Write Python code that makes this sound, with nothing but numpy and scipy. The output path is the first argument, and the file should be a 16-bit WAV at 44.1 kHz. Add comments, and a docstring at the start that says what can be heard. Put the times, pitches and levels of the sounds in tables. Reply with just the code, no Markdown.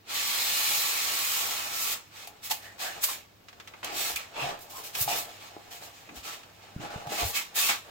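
"""Foam tray unpacking

Gloved hands work a metal frame out of a moulded polystyrene tray, close to the microphones in a small room.
Foam beads slip by the thousand: filtered random clicks make a hiss that brightens with sliding speed.
Under pressure, stick-slip jerks ring the tray's decaying modes in a hollow judder; squeaks are narrowband noise.
Around one long pull and many short rubs come skids, ticks, knocks and soft bumps, over quiet air and a faint hum."""
import sys
import numpy as np
from scipy import signal
from scipy.fft import rfft, irfft
from scipy.io import wavfile
from scipy.ndimage import uniform_filter1d

SR = 44100
rng = np.random.default_rng(int(sys.argv[2]) if len(sys.argv) > 2 else 0)


def transcribe(signal):
    """Save signal, clipped to [-1, 1], as a 16-bit WAV file at the path in sys.argv[1]."""
    frames = np.atleast_2d(signal).T
    limited = np.clip(frames, -1, 1)
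    pcm = np.round(limited * 32767).astype(np.int16)
    wavfile.write(sys.argv[1], SR, pcm)


N = 348390
TIME = np.arange(N) / SR


def amp(db):
    """Decibels to gain."""
    return 10 ** (np.asarray(db) / 20)


def read(points, hz):
    """A spectrum table read on a log-frequency axis."""
    f, value = np.transpose(points)
    return np.interp(np.log(hz + 1), np.log(f), value)


def colour(x, gain):
    """Filters x by a gain given as a function of frequency."""
    return irfft(rfft(x) * gain(np.fft.rfftfreq(x.shape[-1], 1 / SR)), x.shape[-1])


def evened(pair, lo_hz=20, hi_hz=16000):
    """Scales a stereo pair so that its centre has rms 1 in a band."""
    centre = colour(pair.mean(0), lambda f: (f > lo_hz) & (f < hi_hz))
    return pair / np.std(centre)


def add(mix, s, sound):
    """Mixes a sound in at a time in seconds."""
    part = mix[:, round(s * SR):][:, :sound.shape[-1]]
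    part += sound[..., :part.shape[1]]


def flutter(hz, depth_db):
    """The grip or tone wavers at random: a gain from noise that rolls off around hz."""
    drift = colour(rng.standard_normal(N), lambda f: np.exp(-(f / hz) ** 2))
    return amp(depth_db * drift / drift.std())


# Once the hand lets go, the level falls at this rate
RELEASE_DB_PER_S = 173
# The first long pull: (t/s, scrape level/dB, brightness from speed/dB, tray resonance from pressure/dB)
LONG_PULL = [(0.0, -72, -10, -1), (0.04, -71, -16, 3), (0.1, -40, -8, -8), (0.16, -33.5, -5.5, -19),
             (0.76, -31.5, -2, -12), (0.95, -33.5, -3.5, -13.5), (1.09, -33.5, -4.5, -11.5),
             (1.37, -33, -2, -17.5), (1.45, -34, -4, -9), (1.7, -38.5, -6.5, -8), (1.83, -35, -0.5, -11.5),
             (1.93, -34, -3.5, -10), (2.02, -56.5, -11, -10), (2.08, -64, -7, -13)]


def pull(s):
    """Level, brightness and pressure of the long pull, which lets go like any rub."""
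    at, *columns = np.transpose(LONG_PULL)
    level_db, bright_db, press_db = (np.interp(s, at, column) for column in columns)
    level_db = level_db - RELEASE_DB_PER_S * np.maximum(s - at[-1], 0)
    return level_db, bright_db, press_db


SAG_DB_PER_S = 31  # a rub eases a little after its swell
DULLING, BITE = 0.28, 0.12  # per dB that a rub slows: dB of brightness lost, dB of tray resonance gained


def push(s, start, swell, length, level_db, bright_db, press_db):
    """One rub: it swells, eases and dies away; the slower the slide, the duller and hollower it is."""
    age = s - start
    rise = np.sin(np.pi / 2 * np.clip(age / swell, 1e-4, 1)) ** 2
    sag_db = SAG_DB_PER_S * np.maximum(age - swell, 0)
    release_db = RELEASE_DB_PER_S * np.maximum(age - length, 0)
    speed_db = 20 * np.log10(rise) - sag_db - release_db
    return level_db + speed_db, bright_db + DULLING * speed_db, press_db - BITE * speed_db


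CREEP_BRIGHT_DB, CREEP_PRESS_DB = -10.5, 2
# Between rubs the hands never hold quite still and the frame creeps in its slot: (t/s, level/dB)
CREEP_LEVEL = [(0, -76), (2.0, -65), (2.7, -59.5), (3.4, -69), (3.7, -61), (4.3, -58.5), (5.6, -57.5),
               (6.55, -60.5), (7.9, -56.5)]
# Short rubs: (start t/s, swell/s, time from start to letting go/s, level/dB,
# brightness from speed/dB, tray resonance from pressure/dB)
SHORT_RUBS = [(2.079, 0.12, 0.17, -47.5, -9, -7.5), (2.411, 0.051, 0.043, -40, -1.5, -18),
              (2.495, 0.007, 0.039, -40, -0.5, -8.5), (2.595, 0.046, 0.066, -51, -7, -3.5),
              (2.77, 0.056, 0.092, -35.5, -6.5, -12.5), (2.864, 0.019, 0.14, -45.5, -10, -4),
              (3.0, 0.041, .05, -35.5, 1, -10.5), (3.063, 0.02, 0.062, -37, -3, -9.5),
              (3.826, 0.017, 0.1, -41, -13.5, -2.5), (3.888, .13, 0.22, -33.5, -3.5, -7.5),
              (4.167, 0.025, 0.052, -44, -10.5, -6), (4.308, .125, 0.19, -38.5, -13.5, 4),
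              (4.594, .02, 0.032, -56.5, 13, -2), (4.689, 0.018, 0.035, -51, 0.5, -2.5),
              (4.717, 0.055, 0.079, -47.5, -0.5, -2.5), (4.819, 0.032, .055, -45, -2, -6.5),
              (4.909, 0.088, 0.12, -38, -0.5, -4), (5.064, 0.033, 0.074, -33, -5, -3.5),
              (5.133, .04, 0.059, -37, 0.5, -4.5), (5.262, 0.043, .1, -51.5, -9, -4.5),
              (5.382, 0.04, 0.095, -50, -10, -6), (5.697, 0.023, 0.073, -48, -4.5, -6),
              (5.793, 0.039, 0.074, -50, -4.5, -2), (5.905, 0.046, 0.12, -55, -8, -9.5),
              (6.125, 0.049, .055, -47.5, -5.5, -6.5), (6.212, 0.057, 0.13, -41.5, -8, -6),
              (6.588, 0.047, 0.092, -57, -16, -2), (6.791, 0.028, 0.071, -46, -13.5, 3.5),
              (6.891, 0.02, 0.14, -49, -13, 6.5), (7.061, 0.085, 0.13, -37.5, -6.5, 0.5),
              (7.152, 0.056, 0.067, -32, -7.5, -4), (7.23, 0.021, 0.071, -40, 4, -5.5),
              (7.314, 0.063, 0.057, -30, -5, -20), (7.535, 0.057, 0.16, -28, -2.5, -12)]


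def rubbing():
    """Pull, rubs and creep add in power at one contact; the stronger weigh more in brightness and pressure."""
    s = TIME[::64]
    creep_db = np.interp(s, *np.transpose(CREEP_LEVEL))
    creep = np.broadcast_arrays(creep_db, CREEP_BRIGHT_DB, CREEP_PRESS_DB)
    rubs = [push(s, *row) for row in SHORT_RUBS]
    level_db, bright_db, press_db = np.stack([pull(s), creep] + rubs, axis=1)
    power = amp(level_db) ** 2
    total_db = 10 * np.log10(power.sum(0))
    return s, total_db, np.average(bright_db, 0, power), np.average(press_db, 0, power)


def slips(per_s, spread_db):
    """Random bead slips: many small, a few large."""
    size = amp(spread_db * np.minimum(rng.exponential(1, N), 5))
    return size * rng.choice([-1, 1], N) * (rng.random(N) < per_s / SR)


def hollows(x, fade_s, size=1024):
    """Short echoes off the tray's pockets, one set per microphone: a fine comb with no broad colour."""
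    comb = rfft(rng.standard_normal((2, size)) * np.exp(-np.arange(size) / SR / fade_s))
    broad_power = uniform_filter1d(abs(comb) ** 2, size=15, axis=1)
    echoes = irfft(comb / np.sqrt(broad_power))
    return signal.oaconvolve(x[None], echoes, axes=1)[:, :N]


# Broad colour of the foam's hiss: (f/Hz, relative level per Hz/dB)
FOAM_HISS = [(120, -49), (200, -17), (300, -18.5), (450, -16.5), (800, -9), (1150, -7.5), (1750, -6.5),
             (2350, -1.5), (4100, -2.5), (6000, -3.5), (7500, -2.5), (9600, -9), (12500, -4), (15700, -4.5)]
# Ringing of the thin walls: (f/Hz, width/Hz, lift or dip/dB)
THIN_WALLS = [(1149, 35, 9), (1324, 14.5, 9), (2510, 66, -5), (2563, 180, 3), (3740, 90, 2), (4150, 110, 2),
              (8100, 230, -1.5)]


def foam_gain(hz):
    """The foam's broad colour with the wall resonances on top."""
    walls_db = sum(db / (1 + (2 * (hz - f) / width) ** 2) for f, width, db in THIN_WALLS)
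    return amp(read(FOAM_HISS, hz) + walls_db)


def crunch(per_s, spread_db, shared=0.87):
    """Beads slip all along the wall: some reach both microphones through the pockets, the rest mainly one."""
    near = np.array([slips(per_s, spread_db) for _ in range(2)])
    beads = near + shared * hollows(slips(per_s, spread_db), fade_s=0.011)
    return evened(colour(beads, foam_gain), 2000, 7000)


def speed_tilt(hz, bright_db, usual_db=-3.0):
    """Fast sliding lifts the top octaves and thins the middle; slow sliding does the reverse."""
    # (f/Hz, dB of gain per dB of brightness)
    share = read([(1200, -0.57), (2700, -0.23), (4200, 0.14), (7000, 0.47), (10000, 1.0), (15000, 1.24)], hz)
    return amp(share * (bright_db - usual_db))


def patches(shape, depth_db, size=(3, 9)):
    """As the contact travels, narrow resonances of the wall come and go."""
    field = uniform_filter1d(rng.standard_normal(shape), size[0], axis=0)
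    field = uniform_filter1d(field, size[1], axis=1)
    return amp(depth_db * field / field.std())


def scrape(contact, dry_db=-2.0):
    """Sliding friction: bead hiss whose top follows the speed."""
    s, level_db, bright_db, _ = contact
    hz, t, z = signal.stft(crunch(per_s=7000, spread_db=2.0), SR, nperseg=512)
    tilt = speed_tilt(hz[:, None], np.interp(t, s, bright_db))
    z = z * tilt * patches(z.shape[1:], depth_db=1.36)
    hiss = signal.istft(z, SR, nperseg=512)[1][:, :N]
    return hiss * amp(np.interp(TIME, s, level_db) + dry_db) * flutter(hz=107, depth_db=0.5)


# Modes of the hollow tray: (f/Hz, relative level/dB, t60/s)
TRAY_MODES = [(133, -20, .05), (216, -14, 0.067), (390, -19, 0.093), (458, 2, 0.066), (560, -36, 0.032),
              (650, -5, 0.087), (720, 12, 0.067), (812, 18.5, 0.047), (1011, 3.5, 0.099),
              (1196, 10.5, 0.048), (1630, -8, 0.033), (2070, -20, .025), (2520, -16, 0.02),
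              (2730, -5, 0.028)]


def tray_ring(phase_spread):
    """One blow's ring in the tray; the higher modes reach the two microphones out of step."""
    t = np.arange(4096) / SR
    ring = np.zeros((2, len(t)))
    for hz, db, t60 in TRAY_MODES:
        skew = phase_spread * hz / 1000 * rng.uniform(.7, 1.3) * np.array([[.5], [-.5]])
        ring += amp(db - 60 * t / t60) * np.sin(2 * np.pi * hz * t + skew)
    return ring


# Dull rumble of the rubbed tray between its modes: (f/Hz, relative level per Hz/dB)
TRAY_RUMBLE = [(100, -39), (220, -10.5), (340, -2), (700, 5.5), (1100, -2), (1700, -2.5), (2800, -24),
               (5000, -44), (9000, -39)]


def judder(contact, slips_hz=125, uneven_db=4, grit=0.39, sticking_db=-47, dry_db=-3.5):
    """Pressed lightly the tray rumbles; pressed hard the whole contact sticks and slips and sets it ringing."""
    s, level_db, _, press_db = contact
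    turns = np.cumsum(slips_hz * flutter(hz=118.3, depth_db=uneven_db)) / SR
    jerks = np.diff(np.floor(turns), prepend=0) * rng.uniform(0.11, 1, N)  # one per whole turn
    beads = np.array([slips(per_s=2500, spread_db=2.5) for _ in range(2)])
    drive = jerks / jerks.std() + grit * beads / beads.std()
    ring = signal.oaconvolve(drive, tray_ring(phase_spread=1.9), axes=1)[:, :N]
    ring = evened(ring, 500, 1000)
    rumble = colour(beads + .3 * beads[::-1], lambda hz: amp(read(TRAY_RUMBLE, hz)))
    rumble = evened(rumble, 500, 1000)
    press = np.interp(TIME, s, press_db)
    force_db = np.interp(TIME, s, level_db) + press
    stuck = 1 / (1 + amp(0.83 * (sticking_db - force_db)))  # stick-slip's share of the power
    grip = 1 / (1 + amp(-1.2 * (press + 13.0)))  # a fast, light slide hardly wakes the tray
    body = np.sqrt(stuck) * ring + np.sqrt(1 - stuck) * rumble
    return body * grip * amp(force_db + dry_db) * flutter(hz=25, depth_db=2.45)


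PASSING_S = 0.54  # standard deviation of each resonance's bell-shaped swell
# Wall resonances, each loudest where the frame passes it: (f/Hz, width/Hz, level against the scrape/dB, peak t/s)
WALL_RINGS = [(850, 29, -18.5, 0.66), (1132, 110, -14.5, 1.25), (1320, 70, -12.5, 1.75),
              (2390, 200, -12, 0.9), (3400, 640, -7, 0.26), (4100, 270, -8, 0.6)]


def singing_wall():
    """The long pull's bead slips wake the wall's resonances one after another."""
    beads = np.array([slips(per_s=2500, spread_db=3) for _ in range(2)])
    out = np.zeros((2, N))
    for hz, width, db, s in WALL_RINGS:
        ring = signal.lfilter(*signal.iirpeak(hz, hz / width, fs=SR), beads)
        out += amp(db) * ring / ring.std() * np.exp(-((TIME - s) / PASSING_S) ** 2 / 2)
    return out * amp(pull(TIME)[0])


# Each of two filter passes is twice this wide: a fixed part plus a share of the pitch
SQUEAK_WIDTH_HZ, SQUEAK_DAMPING = 72, 0.072
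# Likeness of the two microphones in the room: (f/Hz, likeness/0-1)
LIKENESS = [(60, 0.54), (130, 0.73), (300, 0.63), (700, 0), (3000, 0.03)]
# Squeaks and groans, where one patch of wall sings in a hard rub:
# (peak t/s, level/dB, f/Hz, standard deviation of the bell-shaped swell/s)
WALL_SQUEAKS = [(2.516, -34, 800, 0.0089), (2.681, -49.5, 1810, 0.037), (2.857, -41, 716, 0.036),
                (2.881, -41, 1640, 0.036), (3.094, -37.5, 1090, 0.01), (3.936, -49.5, 332, 0.034),
                (4.171, -33, 2530, 0.0073), (4.417, -37, 2630, 0.031), (4.409, -41, 900, 0.036),
                (4.453, -37, 695, 0.032), (4.46, -52, 135, 0.03), (4.776, -45.5, 1030, 0.032),
                (5.12, -36.5, 740, .02), (5.127, -34.5, 2600, 0.017), (6.094, -45, 2470, .003),
                (6.138, -53, 238, 0.03), (6.82, -48, 200, 0.039), (6.9, -51, 1450, 0.082),
                (7.125, -46, 260, 0.024), (7.205, -39, 700, 0.023), (7.384, -35.5, 2250, 0.02),
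                (7.639, -33, 2570, 0.031)]


def squeaks():
    """Slips crowd into one resonance of the wall for a moment: a fuzzy squeak, or a groan if it is low."""
    out = np.zeros((2, N))
    for s, db, hz, half in WALL_SQUEAKS:
        t = np.arange(-min(3 * half, s), 3 * half, 1 / SR)
        wall = signal.iirpeak(hz, hz / (SQUEAK_WIDTH_HZ + SQUEAK_DAMPING * hz) / 2, fs=SR)
        a, b = rng.standard_normal((2, 2 * SR))[:, :len(t)]
        same = np.clip(read(LIKENESS, hz), 0, 1)
        pair = [a, same * a + np.sqrt(1 - same ** 2) * b]
        tone = signal.lfilter(*wall, signal.lfilter(*wall, pair))
        add(out, s + t[0], amp(db) * tone / tone.std() * np.exp(-(t / half) ** 2 / 2))
    return out


TICK_RISE_S, TICK_DECAY_S = .0005, .01
# Sudden skids as the foam lets go: (peak t/s, level/dB, rise/s, decay/s, brightness/dB)
FOAM_SKIDS = [(2.514, -28.5, 0.0045, 0.01, -4), (3.041, -27.5, 0.005, 0.0095, 1.5),
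              (3.846, -34, 0.0011, 0.0049, -4.5), (4.160, -34, .001, 0.011, -2),
              (4.953, -33.5, 0.0032, 0.0085, -7), (5.015, -35.5, 0.0094, 0.022, 5.5),
              (7.561, -39, 0.006, 0.018, 2), (7.694, -27, 0.0044, 0.034, -12.5)]
# Ticks of single beads: (peak t/s, level/dB, brightness/dB)
BEAD_TICKS = [(2.273, -45.5, -1.5), (3.485, -47.5, -17), (3.529, -53.5, -17), (3.6, -45, -17),
              (3.675, -44, -14), (3.738, -51, -30), (3.8303, -42.5, -24), (4.59, -56, 0.5),
              (6.091, -52, -27), (6.433, -51.5, -16), (7.07, -48, -6)]


def bursts():
    """Skids and ticks: brief rushes of bead slips that swell and die away exponentially."""
    beads = crunch(per_s=12000, spread_db=3.5)
    out = np.zeros((2, N))
    ticks = [(s, db, TICK_RISE_S, TICK_DECAY_S, bright) for s, db, bright in BEAD_TICKS]
    for s, db, rise, decay, bright_db in FOAM_SKIDS + ticks:
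        start = round(s * SR) - 3000  # room for the swell before the peak
        t = np.arange(start, start + 8192) / SR - s
        rush = colour(beads[:, start:start + len(t)], lambda hz: speed_tilt(hz, bright_db))
        add(out, start / SR, rush * amp(db) * np.exp(np.minimum(t / rise, -t / decay)))
    return out


# Knocks of the frame on the tray: (t/s, peak level/dB, f that the contact favours/Hz)
FRAME_KNOCKS = [(2.274, -38.5, 696), (2.511, -46, 835), (3.915, -41, 298), (4.367, -33, 900),
                (4.440, -29, 700), (5.078, -20, 750), (5.566, -31, 346), (6.090, -44, 347),
                (7.024, -36, 650), (7.073, -30.5, 694), (7.120, -25.5, 437), (7.694, -25.5, 900)]


def knocks(octaves=0.56):
    """The frame strikes the tray; a soft contact favours the low modes, a hard one the high."""
    out = np.zeros((2, N))
    for s, db, hz in FRAME_KNOCKS:
        band = [hz / 2 ** (octaves / 2), hz * 2 ** (octaves / 2)]
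        contact = signal.butter(1, band, "band", fs=SR)
        ring = signal.lfilter(*contact, tray_ring(phase_spread=1.56))
        add(out, s, amp(db) * ring / abs(ring).max())
    return out


# Bumps of the tray on the table: (start t/s, level/dB, f/Hz, swell/s)
TABLE_BUMPS = [(4.12, -53, 62, .03), (4.41, -40, 134.6, 0.025), (5.007, -34.5, 108, 0.0085),
               (5.052, -44.5, 134, 0.016), (6.163, -47, 61.6, 0.02), (6.762, -25.5, 138, 0.0023),
               (6.788, -42, 127, 0.012), (6.959, -28.5, 123, 0.003), (7.066, -37, 137, 0.0081),
               (7.224, -31.5, 64, 0.0098), (7.245, -29, 88, 0.01)]


def bumps():
    """Dull, quickly damped pushes through the table: low sines that swell and fade."""
    out, t = np.zeros((2, N)), np.arange(SR // 4) / SR
    for s, db, hz, swell in TABLE_BUMPS:
        shape = (t / swell * np.exp(1 - t / swell)) ** 2
        add(out, s, amp(db) * shape * np.sin(2 * np.pi * hz * t))
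    return out


# Room decay: (f/Hz, t60/s)
ROOM_DECAY = [(200, 0.35), (1000, 0.25), (4000, 0.14), (14000, 0.18)]


def room(x):
    """A short diffuse tail of decaying noise in which the bass lingers longest."""
    hz, t, z = signal.stft(rng.standard_normal((2, SR // 2)), SR, nperseg=256)
    decay = amp(-60 * t / read(ROOM_DECAY, hz)[:, None])
    tail = signal.istft(z * decay, SR, nperseg=256)[1]
    tail[:, :200] = 0  # short gap before the tail
    return signal.oaconvolve(x, tail / np.linalg.norm(tail[0]), axes=1)[:, :N]


AIR_DB, HUM_HZ, HUM_DB = -62, 100.7, -66  # noise rms, hum pitch, hum amplitude before it wavers
# The quiet room: (f/Hz, relative level per Hz/dB)
ROOM_AIR = [(25, -18), (60, -7.5), (100, -4.5), (170, -7.5), (300, -9), (800, -15), (2000, -20),
            (5000, -23), (9500, -36), (15000, -24)]


def air():
    """Coloured room noise, partly shared by the two microphones, with a faint wavering hum."""
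    a, b = rng.standard_normal((2, N))
    same = lambda hz: np.clip(read(LIKENESS, hz), 0, 1)
    other = colour(a, same) + colour(b, lambda hz: np.sqrt(1 - same(hz) ** 2))
    noise = evened(colour(np.array([a, other]), lambda hz: amp(read(ROOM_AIR, hz))))
    hum = np.sin(2 * np.pi * HUM_HZ * TIME) * flutter(hz=13, depth_db=3.0)
    return amp(AIR_DB) * noise + amp(HUM_DB) * hum


def scene():
    """All the handling sounds, the foam a little to the right, in the room."""
    balance = amp([[-.45], [.45]])  # left, right
    contact = rubbing()
    strokes = scrape(contact) + judder(contact) + singing_wall()
    foam = (strokes + squeaks() + bursts() + knocks()) * balance
    table = bumps()
    return foam + table + amp(-9) * room(foam + 0.5 * table) + air()


EDGE_HZ = 15950


def record(dry):
    """The recorder's band limit: a steep low-pass."""
    lowpass = signal.firwin(511, EDGE_HZ, window=("kaiser", 9), fs=SR)
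    return signal.oaconvolve(dry, lowpass[None], "same", axes=1)


dry = scene()
out = record(dry)
transcribe(out)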